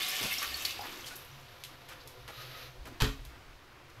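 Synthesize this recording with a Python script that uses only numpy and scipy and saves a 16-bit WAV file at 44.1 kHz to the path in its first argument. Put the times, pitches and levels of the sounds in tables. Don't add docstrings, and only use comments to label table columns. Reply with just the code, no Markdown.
import sys
import numpy as np
from scipy import signal
from scipy.fft import rfft, irfft
from scipy.io import wavfile

SR = 44100
rng = np.random.default_rng(int(sys.argv[2]) if len(sys.argv) > 2 else 0)


def pcm_store(signal):
    levels = np.round(np.clip(np.atleast_2d(signal), -1, 1) * 32767)
    wavfile.write(sys.argv[1], SR, levels.astype(np.int16).T)


N = 176400
T = np.arange(N) / SR


def water():
    # t/s, level/dB
    flow = [(0, -33.5), (.12, -35.5), (.27, -35.5), (.44, -38.5), (.5, -42), (.6, -40.5), (.7, -40),
            (.77, -47.5), (.92, -47), (1.12, -53), (1.3, -61.5), (1.6, -66.5), (2.2, -82)]
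    # f/Hz, density level/dB
    splash_spectrum = [(150, -13.5), (400, -11.5), (750, -9), (900, -11.5), (1170, -4), (1550, -9),
                       (2200, -4), (2700, 4), (4300, 0), (5600, -4.5), (7500, -8.5), (9400, -12.5),
                       (12300, -4.5), (15500, -18.5)]
    # f/Hz, level/dB
    basin_modes = [(760, -2), (1168, -9), (1792, 3.5), (2131, 3), (2275, -2.5), (2510, 5.5), (2747, -1),
                   (3338, -6), (3800, -7)]
    # t/s, level/dB
    murmur_level = [(0, -64), (.5, -54.5), (.95, -51.5), (1.15, -55.5), (1.35, -60.5), (2, -60.5)]
    # f/Hz, density level/dB
    tank_spectrum = [(100, -27), (200, 2.5), (350, 7.5), (600, -1), (1200, 5.5), (2500, -0.5), (6000, -56)]
    spray = splatter()
    splash = from_db(-2.5) * colour(spray, splash_spectrum)
    basin = from_db(-12.5) * resonate(spray, basin_modes, t60=0.13)
    murmur_gain = from_db(in_time(murmur_level)[0] + 2 * drift(13))
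    murmur = murmur_gain * colour(rng.standard_normal(N), tank_spectrum)
    pour = room(splash + basin + from_db(-8) * bubble_cloud(), wet_db=-1)
    return murmur + from_db(in_time(flow)[0]) * pour


def splatter(splats_per_s=500, spread_db=5.5):
    out = 0
    edges = np.geomspace(140, 17000, 13)
    for low, high in zip(edges, edges[1:]):
        sizes = from_db(spread_db * np.minimum(rng.exponential(1, N), 4)) * rng.choice([-1, 1], N)
        splats = from_db(-2.5) * rms_one(sizes * (rng.random(N) < splats_per_s / SR))
        spray = from_db(-5) * rng.standard_normal(N)
        spurts = from_db(1.5 * drift(14))
        out = out + bandpass((splats + spray) * spurts, low, high)
    return rms_one(out)


def bubble(hz, t60, rise=0.093):
    t = T[:int(t60 * SR) + 2]
    return np.sin(2 * np.pi * hz * t * (1 + rise * t / t60)) * dying(t, t60)


def bubble_cloud(per_s=300, centre_hz=3613, spread_octaves=0.856, ring_cycles=35):
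    out = np.zeros(N)
    for when, pitch, size in rng.random((int(per_s * T[-1]), 3)):
        hz = centre_hz * 2 ** (spread_octaves * (2 * pitch - 1))
        db = 3 * min(-np.log(size), 3.5)
        add(out, when * T[-1], from_db(db) * bubble(hz, ring_cycles / hz))
    return rms_one(out)


def drops():
    # t/s, f/Hz, level/dB, T60/s
    plinks = [(.018, 3504, -28.5, 0.092), (0.047, 3920, -28, 0.043), (0.31, 2570, -30.5, 0.059),
              (.322, 2110, -28, 0.071), (0.336, 5460, -31.5, 0.044), (0.383, 5330, -23.5, 0.022),
              (.418, 1137, -36, 0.16), (.506, 4660, -37, 0.025), (.528, 1820, -38.5, 0.084),
              (0.543, 4370, -25, 0.034), (0.61, 2620, -38, 0.072), (0.6526, 4450, -18, 0.016),
              (.655, 3930, -25.5, 0.023), (.654, 2460, -34, 0.038), (.793, 794, -29.5, 0.041),
              (.808, 900, -40.5, .08), (.815, 738, -40.5, 0.074), (.925, 341, -45.5, 0.11),
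              (.975, 332, -45, .08), (1.044, 3200, -38, 0.036), (1.11, 1437, -43, 0.11),
              (.096, 5280, -30, .03), (.81, 4900, -38, .03), (1.315, 5800, -51, .04)]
    out = np.zeros(N)
    for s, hz, db, t60 in plinks:
        add(out, s, from_db(db) * bubble(hz, t60))
    return room(out, wet_db=-4)


def door(soft_contact_s=0.0023):
    # t/s, clatter level/dB, clatter T60/s, thump level/dB
    contacts = [(3.003, -30, 0.071, -45), (3.0097, -25, 0.053, -47), (3.0204, -19, .025, -12),
                (3.032, -42, .06, -32), (3.043, -29.5, .05, -24)]
    # f/Hz, density level/dB
    latch_spectrum = [(250, -11), (500, -5), (650, -5.5), (900, -5), (1450, -0.5), (2100, -9), (2700, -8),
                      (3900, -3.5), (5000, -12), (6500, -14), (9500, -24.5), (12700, -19), (15500, -37)]
    # f/Hz, level/dB, T60/s
    leaf_modes = [(33, -13, 0.34), (46.1, -12.5, 0.33), (78.5, -13.5, 0.15), (108.4, -16.5, .14),
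                  (118, -10.5, 0.23), (144, -20.5, 0.3), (221, -22, 0.23), (273, -23, 0.41),
                  (324, -32, .15), (368, -21.5, 0.15), (426.6, -19.5, 0.3), (475, -31, .15),
                  (858, -25, .09), (1190, -44, .15), (1302, -22, 0.092), (1500, -26, 0.23),
                  (1645, -26, 0.11)]
    clatter, pushes = np.zeros(N), np.zeros(N)
    for s, clatter_db, t60, thump_db in contacts:
        add(clatter, s, from_db(clatter_db) * crack(t60, snap=3.2))
        add(pushes, s, from_db([thump_db]))
    leaf = sum(from_db(db) * damped_mode(hz, t60, soft_contact_s) for hz, db, t60 in leaf_modes)
    thump = signal.fftconvolve(pushes, leaf)[:N]
    return room(colour(clatter, latch_spectrum), wet_db=-2) + thump


def clicks():
    # t/s, level/dB, lower edge f/Hz
    ticks = [(0.087, -19, 9000), (.229, -21, 8000), (.329, -20, 10000), (.379, -31, 8000),
             (.428, -22.5, 7000), (.571, -27, 10000), (.623, -28, 7000), (.651, -20.5, 4020),
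             (1.157, -27.5, 11000), (1.165, -27, 11000), (1.219, -41, 10300), (1.249, -36.5, 10000),
             (1.6378, -32.5, 2960), (1.649, -36, 3000), (1.888, -38.5, 7000), (1.896, -42, 6940),
             (1.933, -47, 2500), (2.0751, -33.5, 5900), (2.279, -39, 1200), (2.855, -44.5, 803),
             (2.873, -39.5, 10000), (3.251, -39, 4000), (3.9, -51.5, 3020)]
    # f/Hz, density level/dB
    tick_spectrum = [(300, -26), (1500, 9), (3200, 11.5), (6000, 2.5), (8500, -4.5), (12500, 2.5),
                     (15500, -15)]
    snaps, crackles = np.zeros(N), np.zeros(N)
    snap = 6.8 * signal.unit_impulse(256)
    for s, db, hz in ticks:
        highpass = signal.butter(2, hz, "high", fs=SR, output="sos")
        add(snaps, s, from_db(db) * signal.sosfilt(highpass, snap))
        add(crackles, s, from_db(db - 5.5) * signal.sosfilt(highpass, crack(t60=0.034, snap=0)))
    return colour(room(snaps, wet_db=1.5) + crackles, tick_spectrum)


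def swishes():
    # t/s, duration/s, level/dB, centre f/Hz, width/octaves
    swells = [(0.198, 0.077, -40.5, 636, 3.8), (0.408, 0.053, -40, 1750, 1), (0.802, 0.077, -50, 830, 0.26),
              (.825, 0.038, -46, 1720, 1.4), (1.056, 0.04, -44, 4860, 1.4), (1.102, 0.051, -50.5, 2260, 2),
              (1.877, 0.073, -49, 2190, 1.4), (2, 0.023, -54.5, 4290, 0.35),
              (2.038, 0.056, -58, 510.4, 0.64), (2.274, 0.042, -46.5, 1300, 2.1),
              (2.85, 0.046, -47, 960, 2.6), (2.862, 0.082, -51.5, 310.2, 0.26)]
    out = np.zeros(N)
    grid_hz = np.geomspace(30, 20000, 30)
    pink_db = -10 * np.log10(grid_hz)
    for s, length, db, hz, octaves in swells:
        band_db = -28 * np.log10(1 + (np.log2(grid_hz / hz) / octaves) ** 2)
        grain = rng.standard_normal(N) * from_db(0.83 * drift(82))
        swish = rms_one(colour(grain, np.c_[grid_hz, pink_db + band_db]))
        n = int(length * SR)
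        add(out, s, from_db(db) * swish[:n] * signal.windows.tukey(n))
    return room(out, wet_db=-6)


def cloth(glide=0.025):
    # t/s, level/dB
    stroke = [(2.28, -60), (2.33, -54), (2.4, -48), (2.52, -50), (2.64, -49.5), (2.69, -56), (2.8, -69)]
    # f/Hz, density level/dB
    hiss_spectrum = [(250, -17.5), (500, -6.5), (850, -14), (1380, -6), (1800, -5), (4000, -4.5),
                     (6300, -14.5), (8200, -29.5), (12600, -11.5), (15500, -34)]
    # f/Hz, level/dB
    ring_modes = [(615, -3), (1230, 7.5), (1375, -1), (2950, 2), (3730, 3), (4150, -2.5)]
    rings = resonate(rng.standard_normal(N), ring_modes, t60=0.1)
    gliding = np.interp(np.cumsum(1 + glide * drift(3)), np.arange(N), rings)
    gain = from_db(in_time(stroke)[0] + 0.95 * drift(25))
    hiss = colour(rng.standard_normal(N), hiss_spectrum)
    return gain * (hiss + from_db(-7.5) * gliding)


def steps():
    # t/s, level/dB, f/Hz, T60/s
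    footfalls = [(2.2, -50, 52.5, 0.46), (2.78, -37, 37.4, 0.24), (2.81, -36.5, 59.7, .15),
                 (3.181, -34, 41.4, 0.27), (3.261, -40, 58, 0.29), (3.461, -46, 33, 0.45)]
    out = np.zeros(N)
    for s, db, hz, t60 in footfalls:
        add(out, s, from_db(db) * damped_mode(hz, t60, attack_s=0.011))
    return out


def fan(pitch_wander=0.0142, waver_db=5.5):
    # t/s, blade-passing f/Hz, level/dB
    spin_up = [(0, 40.3, -91), (.45, 60.55, -58), (.75, 88, -57.5), (1, 118, -71), (1.17, 135.8, -56),
               (1.35, 132.5, -66), (2, 127.5, -62.5), (2.2, 124.6, -53), (2.3, 126, -60.5),
               (2.45, 126, -53.5), (2.65, 125.6, -56), (3, 125.9, -59.5), (3.7, 124, -71), (4, 121, -58.5)]
    # order, level/dB
    harmonics = [(1, -3), (3, -18), (4, -16.5)]
    hz, db = in_time(spin_up)
    phase = 2 * np.pi * np.cumsum(hz * (1 + pitch_wander * drift(11.7))) / SR
    hum = 0
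    for order, order_db in harmonics:
        gain = from_db(db + order_db + waver_db * drift(10))
        hum = hum + gain * np.sqrt(2) * np.sin(order * phase)
    return hum


def ventilation():
    # f/Hz, level/dB
    duct_modes = [(280, -6.5), (385, -7.5), (515, 4), (555, 2), (705, 4), (812, -3), (908, 3), (992, 3.5),
                  (1230, -34), (1375, -3)]
    # t/s, level/dB
    duct_level = [(0, -72), (1.1, -62.5), (2.1, -61), (2.7, -62), (3.3, -72), (4, -68.5)]
    # t/s, level/dB
    air_level = [(0, -64), (1.4, -57), (2.1, -58), (2.75, -55.5), (3.1, -53), (3.55, -56.5), (3.7, -58.5),
                 (4, -56)]
    # f/Hz, density level/dB
    air_spectrum = [(20, 2.5), (50, -1), (85, -0.5), (130, 2.5), (190, -22.5), (280, -12), (440, -20),
                    (530, -14), (700, -12), (1000, -21), (1500, -20.5), (3000, -17), (5000, -21.5),
                    (8500, -32), (12500, -33.5), (15500, -36)]
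    duct = from_db(in_time(duct_level)[0]) * resonate(rng.standard_normal(N), duct_modes, t60=0.11)
    hiss = from_db(in_time(air_level)[0]) * colour(rng.standard_normal(N), air_spectrum)
    return duct + hiss


def room(x, wet_db):
    # f/Hz, T60/s
    decay_times = [(100, 0.42), (500, 0.28), (3000, 0.33), (8000, 0.28), (15000, 0.37)]
    t = T[:SR * 2 // 3]
    edges = np.geomspace(60, 18000, 9)
    tail = 0
    for low, high in zip(edges, edges[1:]):
        band = bandpass(rng.standard_normal(len(t)), low, high)
        tail = tail + band * dying(t, at_hz(decay_times, np.sqrt(low * high)))
    tail = tail * np.clip(t / 0.001 - .5, 0, 1)
    reflections = signal.fftconvolve(x, tail / np.linalg.norm(tail))[:N]
    wet = from_db(wet_db)
    return (x + wet * reflections) / np.hypot(1, wet)


def crack(t60, snap):
    t = T[:SR // 4]
    return rng.standard_normal(len(t)) * dying(t, t60) + snap * (t == 0)


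def damped_mode(hz, t60, attack_s):
    t = T[:SR]
    return np.sin(2 * np.pi * hz * t) * dying(t, t60) * (1 - np.exp(-t / attack_s))


def resonate(x, modes, t60):
    t = T[:SR // 2]
    response = sum(from_db(db) * np.cos(2 * np.pi * hz * t) for hz, db in modes) * dying(t, t60)
    return rms_one(signal.fftconvolve(x, response)[:N])


def colour(x, spectrum):
    size = 8192
    gain = rms_one(from_db(at_hz(spectrum, np.fft.rfftfreq(size, 1 / SR))))
    cepstrum = irfft(np.log(gain))
    cepstrum[1:size // 2] *= 2
    cepstrum[size // 2 + 1:] = 0
    return signal.fftconvolve(x, irfft(np.exp(rfft(cepstrum))))[:N]


def bandpass(x, low, high):
    return signal.sosfilt(signal.butter(2, [low, high], "band", fs=SR, output="sos"), x)


def drift(hz):
    hop, settle = 40, 2000
    pole = np.exp(-2 * np.pi * hz * hop / SR)
    noise = rng.standard_normal(N // hop + settle + 2)
    slow = signal.lfilter([1], [1, -2 * pole, pole * pole], noise)[settle:]
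    return np.interp(np.arange(N) / hop, np.arange(len(slow)), rms_one(slow))


def dying(t, t60):
    return np.exp(-np.log(1000) * t / t60)


def from_db(db):
    return 10 ** (np.asarray(db) / 20)


def rms_one(x):
    return x / np.sqrt(np.mean(x ** 2) + 1e-20)


def in_time(rows):
    s, *columns = np.transpose(rows)
    return [np.interp(T, s, c) for c in columns]


def at_hz(points, hz):
    table_hz, values = np.transpose(points)
    return np.interp(np.log(hz + 1e-3), np.log(table_hz), values)


def add(out, s, x):
    i = int(np.clip(s * SR, 0, N - 1))
    out[i:i + len(x)] += x[:N - i]


def scene():
    return (water() + drops() + swishes() + clicks() + cloth() + door() + steps() + fan()
            + ventilation())[None]


def record(dry, cutoff_hz=15650):
    return signal.sosfilt(signal.ellip(12, .1, 70, cutoff_hz, fs=SR, output="sos"), dry)


dry = scene()
out = record(dry)
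pcm_store(out)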